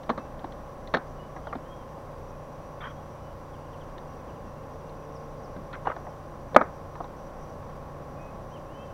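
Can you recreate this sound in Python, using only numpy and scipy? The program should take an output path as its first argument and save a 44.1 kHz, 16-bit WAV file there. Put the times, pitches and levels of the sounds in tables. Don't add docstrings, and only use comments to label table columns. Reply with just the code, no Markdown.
import sys
import numpy as np
from scipy import signal
from scipy.fft import rfft, irfft, next_fast_len
from scipy.io import wavfile

SR = 44100
rng = np.random.default_rng(int(sys.argv[2]) if len(sys.argv) > 2 else 0)


def to_wav(s):
    ch = np.atleast_2d(s).T
    pcm = np.round(np.clip(ch, -1, 1) * 32767)
    wavfile.write(sys.argv[1], SR, pcm.astype(np.int16))


N = 393813
T = np.arange(N) / SR


def undb(db):
    return 10 ** (np.asarray(db) / 20)


def unit_rms(x):
    return x / np.sqrt(np.mean(x ** 2))


def unit_energy(x):
    return x / np.sqrt(np.sum(x ** 2))


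def add(out, start_s, x):
    i = int(start_s * SR)
    out[i:i + len(x)] += x[:max(N - i, 0)]


def colour(x, points):
    hz, db = np.transpose(points)
    n = next_fast_len(len(x), True)
    bins_hz = np.maximum(np.fft.rfftfreq(n, 1 / SR), 1)
    gain = undb(np.interp(np.log(bins_hz), np.log(hz), db))
    cepstrum = irfft(np.log(gain), n)
    cepstrum[1:n // 2] *= 2
    cepstrum[n // 2 + 1:] = 0
    return irfft(rfft(x, n) * np.exp(rfft(cepstrum)), n)[:len(x)]


def cut(x, hz, kind, order=2):
    return signal.sosfilt(signal.butter(order, min(hz, SR / 2 - 1), kind, fs=SR, output="sos"), x)


def resonate(x, hz, width_hz):
    b, a = signal.iirpeak(hz, hz / width_hz, fs=SR)
    return signal.lfilter(b, a, signal.lfilter(b, a, x))


def spring(x, hz, q):
    w = 2 * np.tan(np.pi * hz / SR)
    return signal.lfilter(*signal.bilinear([w * w], [1, w / q, w * w]), x)


def walk(rate_hz):
    knots = rng.standard_normal(512)
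    return np.interp(T * rate_hz, np.arange(len(knots)), knots)


def fade(t, t60_s):
    return np.exp(-np.log(1000) * t / t60_s)


def tone(hz):
    return np.sin(2 * np.pi * np.cumsum(hz) / SR)


def swell(x):
    u = np.linspace(0, 1, len(x))
    return unit_rms(x * (u * (1 - u)) ** (3 / 4))


def lake_air(level_db=-43.5, swell_db=0.5, swell_below_hz=1500):
    # freq_hz, gain_db
    spectrum = [(20, -7), (32, 6.5), (41, -7.5), (55, -3.5), (100, -5.5), (250, -7), (400, -10), (580, -8),
                (1100, -14), (1600, -22), (2400, -32), (4000, -38.5), (8000, -45), (15500, -47.5)]
    air = undb(level_db) * unit_rms(colour(rng.standard_normal(N), spectrum))
    return air + (undb(swell_db * walk(2.88)) - 1) * cut(air, swell_below_hz, "low", order=1)


def insects(flicker_db=2.4, pulse_db=0.7):
    # centre_hz, width_hz, level_db
    choruses = [(4840, 240, -80.5), (5804, 509.7, -72.5)]
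    out = np.zeros(N)
    for hz, width_hz, db in choruses:
        band = unit_rms(resonate(rng.standard_normal(N), hz, width_hz))
        out += band * undb(db + flicker_db * walk(30) + pulse_db * walk(12))
    return out


def engine(firing_hz=29.58, gain_db=-1.07, drift=0.0009, fading_db=1.5):
    harmonics_db = [-54.5, -57, -53.5, -58.5, -51]
    # pitch_hz, level_db, fall_per_sideband_db, odd_sideband_db
    whines = [(551.7, -52.5, 3, 0), (801.25, -60, 3, 1), (1066, -56.5, 1, -6)]
    clock_s = np.cumsum(1 + drift * walk(1.994)) / SR
    lines = [((k + 1) * firing_hz, db) for k, db in enumerate(harmonics_db)]
    lines += [(hz + k * firing_hz, db - fall_db * abs(k) + odd_db * (k % 2))
              for hz, db, fall_db, odd_db in whines for k in range(-3, 3)]
    hum = np.zeros(N)
    for k, (hz, db) in enumerate(lines):
        phase = np.pi * k ** 2 / np.sqrt(len(lines))
        hum += undb(db + fading_db * walk(3.047)) * np.sin(2 * np.pi * hz * clock_s + phase)
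    return undb(gain_db) * np.sqrt(2) * hum


def far_tone(start_s=4.5, length_s=1.2, pitch_hz=455.5, level_db=-53.5, waver=0.0075):
    out = np.zeros(N)
    curve_hz = pitch_hz * (1 + waver * walk(11.9))[:int(length_s * SR)]
    add(out, start_s, undb(level_db) * swell(tone(curve_hz)))
    return out


def far_song(start_s=2.25, end_s=5, gap_s=0.15, length_s=0.12, pitch_hz=2720, level_db=-76.5):
    return [(start_s + gap_s * (k + late / 2), length_s, pitch_hz * (1 + 0.05 * detune),
             level_db, 0.086 * lean)
            for k, (late, detune, lean) in enumerate(rng.standard_normal((20, 3)))
            if start_s + gap_s * k < end_s]


def birds(waver=0.0044, flutter_db=4.5, echo_db=-9, echo_t60_s=0.58):
    # start_s, pitch_hz, level_db
    calls = [(1.432, 3400, -63.5), (8.505, 3260, -60)]
    # delay_s, length_s, pitch_ratio, gain_db, slide, droop
    call_notes = [(0, 0.081, 0.97, -1.5, -0.132, .22), (0.147, 0.328, 0.96, -4, .04, .21)]
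    # start_s, length_s, pitch_hz, level_db
    whistles = [(.174, 0.11, 2638, -65.5), (1.177, 0.086, 2935, -63), (2.954, .07, 3300, -71),
                (8.158, .17, 2517, -64.5), (8.76, 0.12, 2640, -65.5)]
    # start_s, mid_hz, level_db
    chirps = [(3.53, 3100, -65), (3.658, 2850, -67), (3.723, 3050, -68), (3.804, 3050, -66),
              (4.277, 3000, -67), (4.35, 2800, -70), (5.146, 5400, -67), (5.428, 5400, -66),
              (5.608, 4900, -72), (6.087, 5200, -64.5)]
    out = np.zeros(N)
    wobble, scratch = 1 + waver * walk(50.5), walk(700)

    def note(start_s, length_s, hz, db, slide, droop=0, rough=0):
        n = int(length_s * SR)
        u = np.linspace(-1, 1, n)
        contour_hz = hz * (1 + slide * u / 2 - droop * u ** 2)
        add(out, start_s, undb(db) * swell(tone(contour_hz * (wobble[:n] + rough * scratch[:n]))))

    for start_s, hz, db in calls:
        for delay_s, length_s, ratio, gain_db, slide, droop in call_notes:
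            note(start_s + delay_s, length_s, hz * ratio, db + gain_db, slide, droop)
    for row in whistles:
        note(*row, slide=0.022)
    for start_s, hz, db in chirps:
        note(start_s, length_s=0.036, hz=hz, db=db, slide=-0.305, rough=0.028)
    for row in far_song():
        note(*row)
    song = out * unit_rms(undb(flutter_db * walk(45)))
    trees = unit_energy(rng.standard_normal(SR) * fade(T[:SR], echo_t60_s))
    return song + undb(echo_db) * signal.fftconvolve(song, trees)[:N]


def scrapes(squeak_jitter=0.051, squeak_rough_db=4, rasp_top_hz=2700):
    # start_s, length_s, level_db, squeak_from_hz, squeak_to_hz, squeak_db
    drags = [(2.804, .02, -45, 3400, 3700, -11), (2.813, 0.079, -41.5, 3250, 3110, -13.5),
             (2.868, 0.059, -52, 3280, 3220, -11), (5.729, 0.031, -42, 3473, 3400, -34),
             (5.846, 0.083, -43.5, 2940, 2800, -19)]
    # centre_hz, width_hz, gain_db
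    resonances = [(1270, 740, 4), (1730, 260, -11), (3122, 1200, -13)]
    out = np.zeros(N)
    jitter = 1 + squeak_jitter * walk(690)
    grip = undb(squeak_rough_db * walk(310))
    for start_s, length_s, db, from_hz, to_hz, squeak_db in drags:
        n = int(length_s * SR)
        slips = rng.standard_normal(SR // 4)[:n] ** 3
        rasp = sum(undb(gain_db) * resonate(slips, hz, width_hz) for hz, width_hz, gain_db in resonances)
        rasp = cut(unit_rms(rasp), rasp_top_hz, "low", order=4)
        squeak = unit_rms(tone(np.linspace(from_hz, to_hz, n) * jitter[:n]) * grip[:n])
        add(out, start_s, undb(db) * swell(rasp + undb(squeak_db) * squeak))
    return out


def gear_clack(t, t60_s):
    # freq_hz, gain_db
    spectrum = [(700, -33), (1800, 10.5), (2500, -9), (3200, -1.5), (3700, 1), (4300, -2.5), (4700, -18),
                (6000, -18.5), (8000, -38), (15000, -46)]
    return colour(rng.standard_normal(len(t)) * fade(t, t60_s), spectrum)


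def ticks(t60_s=0.032, lowest_hz=2100):
    # start_s, level_db
    clicks = [(.032, -28.5), (.393, -29), (0.522, -27.5), (0.8735, -23.5), (3.98, -25), (4.894, -33)]
    out = np.zeros(N)
    for start_s, db in clicks:
        click = cut(gear_clack(T[:SR // 4], t60_s), lowest_hz, "high")
        add(out, start_s, undb(db) * unit_energy(click))
    return out


def hull_ring(t, tuning, damping, hollow_db=-14, hollow_t60_s=0.25):
    # freq_hz, level_db, t60_s
    modes = [(190.7, -32.5, 0.44), (236, -12.5, 0.12), (271, -17, 0.15), (372, -10.5, 0.047),
             (497, -10.5, 0.12), (601, 3, 0.036), (714, -1.5, 0.032), (809, -3, 0.032),
             (1022, -10.5, 0.034), (1216, -5.5, 0.054), (1448, -11.5, 0.047), (1648, -6.5, 0.017),
             (2006, -16.5, 0.073), (2176, -9.5, 0.073), (2346, -2.5, 0.011)]
    # freq_hz, gain_db
    hollow_spectrum = [(80, -15), (200, -1), (400, -2), (600, 1.5), (1200, -5.5), (1800, -5.5), (2400, -8),
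                       (3000, -28), (6000, -26)]
    shell = sum((-1) ** k * undb(db) * np.sin(2 * np.pi * hz * tuning * t) * fade(t * damping, t60_s)
                for k, (hz, db, t60_s) in enumerate(modes))
    hollow = colour(rng.standard_normal(len(t)) * fade(t, hollow_t60_s), hollow_spectrum)
    return unit_energy(shell) + undb(hollow_db) * unit_energy(hollow)


def contact_force(t, chatter_s, looseness, above_firm_db, chatter_db=-4, firm_hz=4800, octave_db=5.8):
    recontacts = unit_energy(rng.standard_normal(len(t)) ** 3 * np.exp(-t / chatter_s))
    force = undb(chatter_db) * looseness * recontacts
    force[0] += 1
    return cut(force, firm_hz * 2 ** (above_firm_db / octave_db), "low")


def knocks(gain_db=22, firm_db=-20, rim_below_db=-6, loose_chatter_s=0.0052, clack_t60_s=0.038,
           tip_delay_s=0.006, tip_db=-1.3, tip_pitch_ratio=1.25, tip_tuning=0.81, lowest_hz=150):
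    # start_s, level_db, pitch_hz, boom_db, clack_db, chatter_s
    blows = [ (0.093, -17, 930, 8, -16.5, 0.0078), (0.1767, -25.5, 1170, 6, -19.5, 0.0077),
             (0.4428, -26.5, 1020, 10, -21, 0.0044), (0.9388, -15, 1200, 7.5, -11.5, 0.0085),
             (0.969, -24.5, 1000, 2, -13, .0009), (1.362, -32, 1020, 7, -25, 0.015),
             (1.470, -29.5, 840, 9, -22, 0.0018), (1.5276, -25.5, 1650, -3, -29, 0.0056),
             (1.5536, -26, 855, 14, -24, 0.0014), (1.9685, -37, 790, -4, -34, .0013),
             (4.469, -34, 220, -5, -30, 0.0051), (5.563, -30, 226, -2, -27.5, 0.0069),
             (5.7288, -34.5, 1600, -5, -8, .021), (5.854, -29.5, 1100, -12, -27, 0.0071),
             (5.8701, -17.5, 1050, -7, -34, .0025), (5.900, -25.5, 1230, -4, -36, .0008),
             (5.916, -30, 1260, -6, -30, 0.007), (5.964, -31, 935, -3, -25, 0.0018),
             (6.0676, -31.5, 900, -2, -38, .001), (6.546, -20.5, 749.7, -5, -15.5, 0.000955),
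             (6.5622, -0.46, 1180, 0.5, -29, 0.0002), (6.612, -16, 1240, 0, -28, .0022),
             (6.954, -34.5, 1280, -8.5, -20, .003), (7.004, -25, 980, -11, -32.5, .005),
             (7.0424, -34.5, 870, -4, -19, .001)]
    t, out = T[:SR // 4], np.zeros(N)
    for start_s, db, pitch_hz, boom_db, clack_db, chatter_s in blows:
        looseness = chatter_s / loose_chatter_s
        rim_db = max(rim_below_db - boom_db, 0)
        gear_q = 2.24 + 0.8 * rim_db
        damping = 1.5 - 0.014 * db
        tuning = 1.02 - 0.36 * max(firm_db - db, 0) + 0.27 * rim_db
        landings = [(start_s, 1, pitch_hz, tuning, boom_db)]
        if db > firm_db:
            tip_gain = undb(tip_db) * min(looseness, 1)
            tip_hz = pitch_hz * tip_pitch_ratio
            landings.append((start_s + tip_delay_s, tip_gain, tip_hz, tip_tuning, min(boom_db, 0)))
        for land_s, gain, gear_hz, spot_tuning, panel_db in landings:
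            force = contact_force(t, chatter_s, looseness, db - firm_db)
            body = signal.fftconvolve(force, hull_ring(t, spot_tuning, damping))[:len(t)]
            body = cut(spring(body, gear_hz, gear_q), lowest_hz, "high")
            body += (undb(panel_db) - 1) * resonate(body, hz=250, width_hz=190)
            clack = undb(clack_db) * unit_energy(gear_clack(t, clack_t60_s + 2 * chatter_s))
            add(out, land_s, gain * undb(db + gain_db) * (unit_energy(body) + clack))
    return out


def scene():
    handling = knocks() + ticks() + scrapes()
    background = birds() + far_tone() + engine() + lake_air() + insects()
    return (handling + background)[None]


def record(dry):
    top_hz = 15850
    return signal.sosfilt(signal.ellip(10, 0.1, 80, top_hz, fs=SR, output="sos"), np.clip(dry, -1, 1))


dry = scene()
out = record(dry)
to_wav(out)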